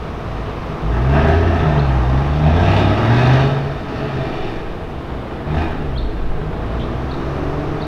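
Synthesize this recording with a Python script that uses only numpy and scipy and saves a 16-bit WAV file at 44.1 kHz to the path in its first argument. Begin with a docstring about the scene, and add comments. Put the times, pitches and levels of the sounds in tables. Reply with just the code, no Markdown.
"""A V8 car pulls away out of sight: two stabs of throttle, a long pull, a blip, a slow climb.
Its uneven firings excite the resonances of the exhaust and reverberate between the buildings of a lot;
turbulent gas adds rasp and hiss. Behind it are town air, tyre roar and a faint machine hum.
Light gusts buffet the microphone, a small bird chirps, and three sharp ticks sound."""
import sys
import numpy as np
from scipy import signal
from scipy.fft import rfft, irfft, next_fast_len
from scipy.io import wavfile
from scipy.ndimage import uniform_filter1d, map_coordinates

SR = 44100
rng = np.random.default_rng(int(sys.argv[2]) if len(sys.argv) > 2 else 0)


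def wav_record(signal):
    """Record a signal, one row per channel, as 16-bit PCM in the file named by sys.argv[1]."""
    frames = np.transpose(np.atleast_2d(signal))
    bounded = np.clip(frames, -1, 1)
    # unit amplitude maps onto the largest positive 16-bit level
    quanta = np.round(bounded * 32767).astype(np.int16)
    wavfile.write(sys.argv[1], SR, quanta)


N = 347061

# standing waves between the walls: (frequency [Hz], bandwidth [Hz], gain [dB])
WALL_MODES = [(148.2, 2.05, 14), (234.3, 2.7, -2.5), (280, 2.3, -13), (330.8, 4, 12), (350, 4.6, 3.5),
              (413, 3, -6), (423.3, 8.6, 9), (459, 4.3, 2.5)]


def amp(db):
    """Decibels to amplitude ratio."""
    return 10 ** (np.asarray(db) / 20)


def unit(x):
    """Normalise to rms 1."""
    return x / np.sqrt(np.mean(x ** 2) + 1e-20)


def steady(x):
    """Normalise to a running rms of 1, keeping the fast flutter."""
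    return x / np.sqrt(np.abs(uniform_filter1d(x ** 2, size=SR // 6)) + 1e-12)


def along(points, hz):
    """Interpolate (frequency [Hz], value) points on a logarithmic frequency axis."""
    f, v = np.transpose(points)
    return np.interp(np.log(hz + 1), np.log(f + 1), v)


def curve(points):
    """Interpolate (time [s], value) points at every sample."""
    return np.interp(np.arange(N) / SR, *np.transpose(points))


def wobble(rate):
    """Smooth random modulation with rate knots a second."""
    return map_coordinates(rng.standard_normal(int(N * rate / SR) + 4), [np.arange(N) * rate / SR])


def noise():
    """White Gaussian noise."""
    return rng.standard_normal(N)


def filtered(x, response):
    """Linear filtering: the spectrum of x times a frequency response."""
    m = next_fast_len(N + SR // 2)
    return irfft(rfft(x, m) * response(np.fft.rfftfreq(m, 1 / SR)), m)[:N]


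def coloured(x, spectrum):
    """Spectral shaping by (frequency [Hz], gain [dB]) points, at rms 1."""
    return unit(filtered(x, lambda hz: amp(along(spectrum, hz))))


def ringing(x, modes):
    """Modal superposition: x drives damped resonators in parallel, at rms 1."""
    def response(f):
        return sum(amp(db) * 1j * f * width / (hz * hz - f * f + 1j * f * width)
                   for hz, width, db in modes)
    return unit(filtered(x, response))


def echoed(x, wet_db, count=20):
    """Time-varying reverberation: x plus crossfaded noise tails whose top octave decays fastest."""
    # decay in the lot: (frequency [Hz], reverberation time [s])
    decay_times = [(100, 0.57), (1000, 0.59), (4000, 0.85), (12000, 0.3)]
    out = np.concatenate([x, np.zeros(SR)])
    hop = N // count + 1
    for centre in range(0, N + hop, hop):
        hz, t, spectra = signal.stft(rng.standard_normal(SR // 2), SR, nperseg=256)
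        decay = amp(-60 * t / along(decay_times, hz)[:, None])
        tail = signal.istft(spectra * decay, SR, nperseg=256)[1]
        span = np.arange(max(centre - hop, 0), min(centre + hop, N))
        crossfade = np.cos(np.pi / 2 * (span - centre) / hop)
        reflections = signal.fftconvolve(x[span] * crossfade, tail / np.linalg.norm(tail))
        out[span[0]:][:len(reflections)] += amp(wet_db) * reflections
    return out[:N]


def around_corner(x):
    """Acoustic shadow: most of the hidden car's sound arrives by reflection."""
    return unit(echoed(x, wet_db=9))


def throttle(layer, coast_db, release_s, lag_s=0.037):
    """Power summation: a layer's level in dB, pedal presses plus coasting; lag_s is the echo delay."""
    # pedal presses: (start [s], rise [s], hold [s], boom [dB], load [dB], rasp [dB])
    presses = [(0.182, 0.085, 0.19, -11.5, -23, -12.5), (0.803, 0.095, 1.58, -1, -9, -8),
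               (1.063, 0.074, 0.094, -0.5, 1, -1), (1.327, 0.23, 0.14, -22, -4.5, -9.5),
               (2.328, 0.14, 0.91, 0, -2.5, -5), (2.493, .17, 0.094, -22, -5, 0),
               (3.004, 0.1, 0.19, -5, -6.5, -4), (3.705, .3, 0.24, -17, -11, -14),
               (4.15, .15, 0.18, -22, -16.5, -11.5), (5.42, 0.1, 0.068, -2.5, -7, -5),
               (5.75, 0.076, 0.29, -8.5, -28, -24), (6.15, .2, 1.55, -13.5, -17, -39)]
    column = ["boom", "load", "rasp"].index(layer)
    power = amp(coast_db) ** 2
    for start, rise, hold, *levels in presses:
        t = np.arange(N) / SR - start - lag_s
        pedal = np.clip(t / rise, 0, 1) * np.exp(-np.maximum(t - rise - hold, 0) / release_s)
        power += (amp(levels[column]) * pedal) ** 2
    return 10 * np.log10(power)


def firings(phase, scatter_db, jitter):
    """Impulse excitation: one pulse per firing; jitter is a fraction of the firing interval."""
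    # the eight firings of one engine cycle: (strength [dB])
    cylinders = [4, -13, 3.5, 3, -9, 4, -2, -0.5]
    count = np.arange(1, int(phase[-1]))
    chance = rng.standard_normal((len(count), 2))
    onsets = np.interp(count + jitter * chance[:, 0], phase, np.arange(N))
    strength = amp(np.take(cylinders, count, mode="wrap") + scatter_db * chance[:, 1])
    return np.bincount(onsets.astype(int), strength, N)


def puffs(pulses, life_s):
    """Turbulence: a burst of gas noise decays exponentially after each pulse."""
    return unit(signal.lfilter([1], [1, -np.exp(-1 / (life_s * SR))], pulses) * noise())


def engine_order(phase, multiple):
    """A partial at a multiple of the firing rate, with slight phase and amplitude modulation."""
    return np.sqrt(2) * np.sin(2 * np.pi * multiple * phase + 0.064 * wobble(16)) * amp(1.1 * wobble(17))


def boom(phase, rate):
    """Forced resonance: low orders swell and fade as they sweep through the peaks of pipe and lot."""
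    # tailpipe orders, the lowest a lope from the uneven banks: (multiple of firing rate, level [dB])
    orders = [(5 / 8, -11.5), (0.99, 0), (2, -6.5), (3, -3.4)]
    # response of pipe and lot: (frequency [Hz], gain [dB])
    response = [(35, -30), (54, -15.5), (64, -15), (74, -21), (84, -14), (98, -16.5), (104, -19.5),
                (112, -15.5), (135, -12.5), (155, -11.5), (164, -28.5), (205, -32.5), (236, -23),
                (300, -37)]
    boom_db = throttle("boom", coast_db=-20, release_s=0.125, lag_s=0)  # comes straight round the corner
    return sum(amp(boom_db + db + along(response, k * rate)) * engine_order(phase, k) for k, db in orders)


def drone(phase):
    """Superposition of higher orders, led by the fourth, that swell during the slow climb."""
    # swell of the drone: (time [s], level [dB])
    swell = [(0, -60), (6.3, -47), (6.7, -36), (7.3, -30), (7.87, -29.5)]
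    # its partials: (multiple of firing rate, relative level [dB])
    orders = [(4, -1), (5.25, -2), (5.875, -5), (8, -10), (10.25, -12)]
    partials = sum(amp(db + 2.2 * wobble(3.5)) * engine_order(phase, k) for k, db in orders)
    return amp(curve(swell) - 2.5) * partials


def throb(pulses, load_db):
    """Standing waves: low exhaust thumps excite the modes between the walls."""
    # low band of the exhaust: (frequency [Hz], gain [dB])
    spectrum = [(25, -32.5), (60, -2.5), (150, 6.5), (195, -3.5), (245, 3), (285, -1), (320, -1),
                (420, 1.5), (470, -12.5), (520, -21.5), (590, -14), (700, -49), (1200, -100)]
    thump = around_corner(coloured(pulses + amp(-1) * puffs(pulses, life_s=0.0089), spectrum))
    return amp(-17.5 + 0.87 * load_db) * steady(thump + amp(-16) * ringing(thump, WALL_MODES))


def bark(pulses, phase, load_db):
    """Pipe resonance: midrange blasts, with a howl whenever an order crosses a mode."""
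    # middle band of the exhaust: (frequency [Hz], gain [dB])
    spectrum = [(400, -42), (520, -8), (595, -6), (645, 4.5), (715, -1), (790, -2), (900, -5), (1050, -14),
                (1290, -7), (1430, -16.5), (1590, -10), (1850, -14.5), (2100, -29), (2900, -74.5)]
    # exhaust pipe resonances: (frequency [Hz], bandwidth [Hz], gain [dB])
    pipe_modes = [(630.4, 5.6, 1.5), (659, 12, -7), (761, 8.1, -0.5), (828, 28, 2), (1286, 76, -6),
                  (1558, 24, 6), (1583, 11, -0.5)]
    blast = around_corner(coloured(pulses + amp(-1.5) * puffs(pulses, life_s=0.003), spectrum))
    howl = ringing(coloured(firings(phase, scatter_db=2, jitter=0.012), spectrum), pipe_modes)
    return amp(-19.5 + load_db) * steady(blast + amp(-13) * howl)


def gas_noise(pulses, octaves):
    """Pulsed turbulent flow: a rasp, its hard edge and a thin jet hiss grow with the throttle."""
    # gas rasp: (frequency [Hz], gain [dB])
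    rasp_band = [(1200, -27), (1850, 3), (2100, -4.5), (2450, 1), (2900, -3), (3300, -7.5), (3680, -5),
                 (4000, -12.5), (4300, -19.5), (4900, -19), (5500, -19.5), (6500, -28.5), (7500, -35.5),
                 (15500, -60.5)]
    # its hard edge at high revs: (frequency [Hz], gain [dB])
    edge_band = [(2500, -40), (4000, -11.5), (4350, 0.5), (4800, -7.5), (5500, -10), (7500, -30),
                 (12000, -49)]
    # jet noise at the tailpipe: (frequency [Hz], gain [dB])
    jet_band = [(3000, -20.5), (6500, 2.5), (9000, 2), (12500, -5.5), (15500, -11.5)]
    gas_db = throttle("rasp", coast_db=-17, release_s=0.14) + 5.5 * octaves
    bursts = coloured(amp(-15.5) * pulses + puffs(pulses, life_s=0.0021), rasp_band)
    rasp = amp(-28.5 + gas_db) * steady(around_corner(bursts))
    edge = amp(-46.5 + gas_db + 3 * octaves) * coloured(puffs(pulses, life_s=0.014), edge_band)
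    jet_db = -61.5 + 0.82 * gas_db - 4.5 * octaves + 1.2 * wobble(17)
    jet = amp(jet_db) * coloured(puffs(pulses, life_s=0.02), jet_band)
    return rasp + edge + jet


def engine():
    """Source and filter: one firing rate drives every band of the exhaust; the throb lingers longest."""
    # engine speed: (time [s], firing rate [Hz])
    revs = [(0, 58), (.45, 54.8), (.83, 50.5), (1.25, 77.7), (1.45, 88), (1.65, 77.8), (2.03, 60.5),
            (2.27, 71.5), (2.48, 78), (2.7, 98), (2.92, 99.7), (3.15, 122), (3.5, 138.5), (3.95, 145),
            (4.55, 113.3), (4.95, 70), (5.3, 59.5), (5.6, 80.7), (5.8, 76.6), (6.05, 54.2), (6.5, 51.6),
            (7.35, 70.4), (7.87, 76.4)]
    rate, cruise_hz = curve(revs), 100
    octaves = np.log2(rate / cruise_hz)
    coast_db = -17 + 6 * octaves  # load with the throttle closed
    phase = np.cumsum(rate * (1 + 0.004 * wobble(12))) / SR  # counted in firings
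    pulses = unit(firings(phase, scatter_db=2.1, jitter=0.018))
    low = throb(pulses, throttle("load", coast_db, release_s=0.25))
    middle = bark(pulses, phase, throttle("load", coast_db, release_s=0.17))
    high = gas_noise(pulses, octaves)
    return boom(phase, rate) + drone(phase) + low + middle + high


def town_air():
    """Ambient noise: a low, wavering rush and the hum of standing waves between the walls."""
    # air of the lot: (frequency [Hz], gain [dB])
    spectrum = [(25, -20), (38, -10.5), (60, 9), (100, 2.5), (200, 0), (420, -3), (560, -6), (700, -5.5),
                (1200, -12.5), (1430, -14), (1650, -18), (3600, -26.5), (5500, -40.5), (7300, -65),
                (15500, -83)]
    rush = amp(-29 + 1.4 * wobble(3.1)) * coloured(noise(), spectrum)
    return rush + amp(-37) * ringing(noise(), WALL_MODES)


def tyres():
    """Rolling noise: a broadband roar and its hiss share one slow envelope."""
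    # swell of the street: (time [s], level [dB])
    swell = [(0, -31), (.8, -29), (2, -26), (4, -35.5), (5.3, -39), (6.1, -41.5), (6.8, -33), (7.3, -27.5),
             (7.87, -30)]
    # tyre roar: (frequency [Hz], gain [dB])
    roar_band = [(60, 7), (190, 2.5), (350, -11.5), (440, -5.5), (510, -5), (680, -3.5), (900, -7),
                 (1050, -3.5), (1230, -3), (1420, -11.5), (1560, -13.5), (2000, -16), (3000, -22),
                 (7000, -97)]
    hiss_band = [(1500, -14.5), (3700, 6.5), (5500, 2), (6200, -0.5), (7200, -11.5), (15000, -23.5)]
    roar = amp(0.5) * coloured(noise(), roar_band)
    hiss = amp(-23.5) * coloured(noise(), hiss_band)
    return amp(curve(swell)) * (roar + hiss)


def machine_hum():
    """A line spectrum: three faint tones drift in level and phase."""
    # tones of the machine: (frequency [Hz], level [dB])
    lines = [(238, -45), (444, -50), (476, -44)]
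    t = np.arange(N) / SR
    return sum(amp(db + 2 * wobble(3)) * np.sqrt(2) * np.sin(2 * np.pi * hz * t + 0.93 * wobble(5))
               for hz, db in lines)


def wind():
    """Turbulent pressure at the microphone: a rumble that swells with each gust."""
    # bell-shaped gusts: (time [s], half-width [s], level [dB])
    gusts = [(4.6, 0.26, -28.5), (5.7, 0.24, -31), (6.222, 0.28, -21), (7.4, 0.67, -33)]
    rumble_band = [(4, -22.5), (13, -2.5), (20, -7.5), (42, -12.5), (70, -26), (200, -54), (1000, -120)]
    t = np.arange(N) / SR
    breeze = amp(-39) + sum(amp(db) * np.exp(-((t - s) / half) ** 2) for s, half, db in gusts)
    return breeze * coloured(noise(), rumble_band)


def bird():
    """Frequency modulation: a whistle zigzags in pitch, a little higher or lower from call to call."""
    # calls: (time [s], level [dB], pitch ratio, duration [s], shape)
    calls = [(1.771, -32, .95, 0.041, "chip"), (5.955, -31, 0.98, 0.047, "chip"),
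             (6.797, -33, 0.98, .056, "trill"), (7.091, -38, 1, 0.069, "chip"),
             (7.796, -37, 1.04, 0.076, "chip")]
    # contours of a sharp chip and a quick trill: (time in call [s], pitch [Hz], relative level [dB])
    contours = { "chip": [(0, 3250, -14), (.01, 3330, -2), (.016, 3450, -8), (.025, 4550, 0),
                (.031, 3750, 1), (.039, 3580, -4), (.046, 3700, 0), (.054, 4250, -4), (.06, 4750, -18)],
                "trill": [(0, 2870, 1), (.008, 4110, -9), (.017, 3110, -2), (.023, 3880, -4),
                (.032, 3150, -6), (.044, 4040, -7), (.05, 4500, -25)]}
    song, fade_s = np.zeros(N), 0.0073
    for start, level_db, ratio, length, shape in calls:
        s, hz, db = np.transpose(contours[shape])
        t = np.arange(N) / SR - start
        pitch = ratio * np.interp(t, s, hz) * (1 + 0.005 * wobble(90))
        envelope = np.clip((length - t) / fade_s, 0, 1) * amp(level_db + np.interp(t, s, db, -200, -200))
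        song += envelope * np.sin(2 * np.pi * np.cumsum(pitch) / SR)
    return echoed(song, wet_db=-5.5)


def ticks():
    """Transients: bright noise bursts decay exponentially and echo in the lot."""
    # sharp ticks: (time [s], level [dB])
    clicks = [(2.0762, -50.5), (3.4067, -39), (3.4545, -45)]
    bright_band = [(1500, -29), (4500, 8.5), (9000, -3), (15000, -5)]
    t, t60_s = np.arange(N) / SR, 0.039
    envelope = sum(amp(db - 8.5 - 60 * np.abs(t - s) / t60_s) * (t >= s) for s, db in clicks)
    return echoed(envelope * coloured(noise(), bright_band), wet_db=-7.5)


def scene():
    """Superposition of all sources at one point."""
    return (engine() + town_air() + tyres() + machine_hum() + wind() + bird() + ticks())[None]


def record(dry):
    """Soft saturation rounds the highest peaks, and a low-pass filter limits the band."""
    ceiling, top_hz = 0.95, 15700
    rounded = dry[0] / (1 + np.abs(dry[0] / ceiling) ** 8) ** (1 / 8)
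    return filtered(rounded, lambda hz: hz < top_hz)[None]


dry = scene()
out = record(dry)
wav_record(out)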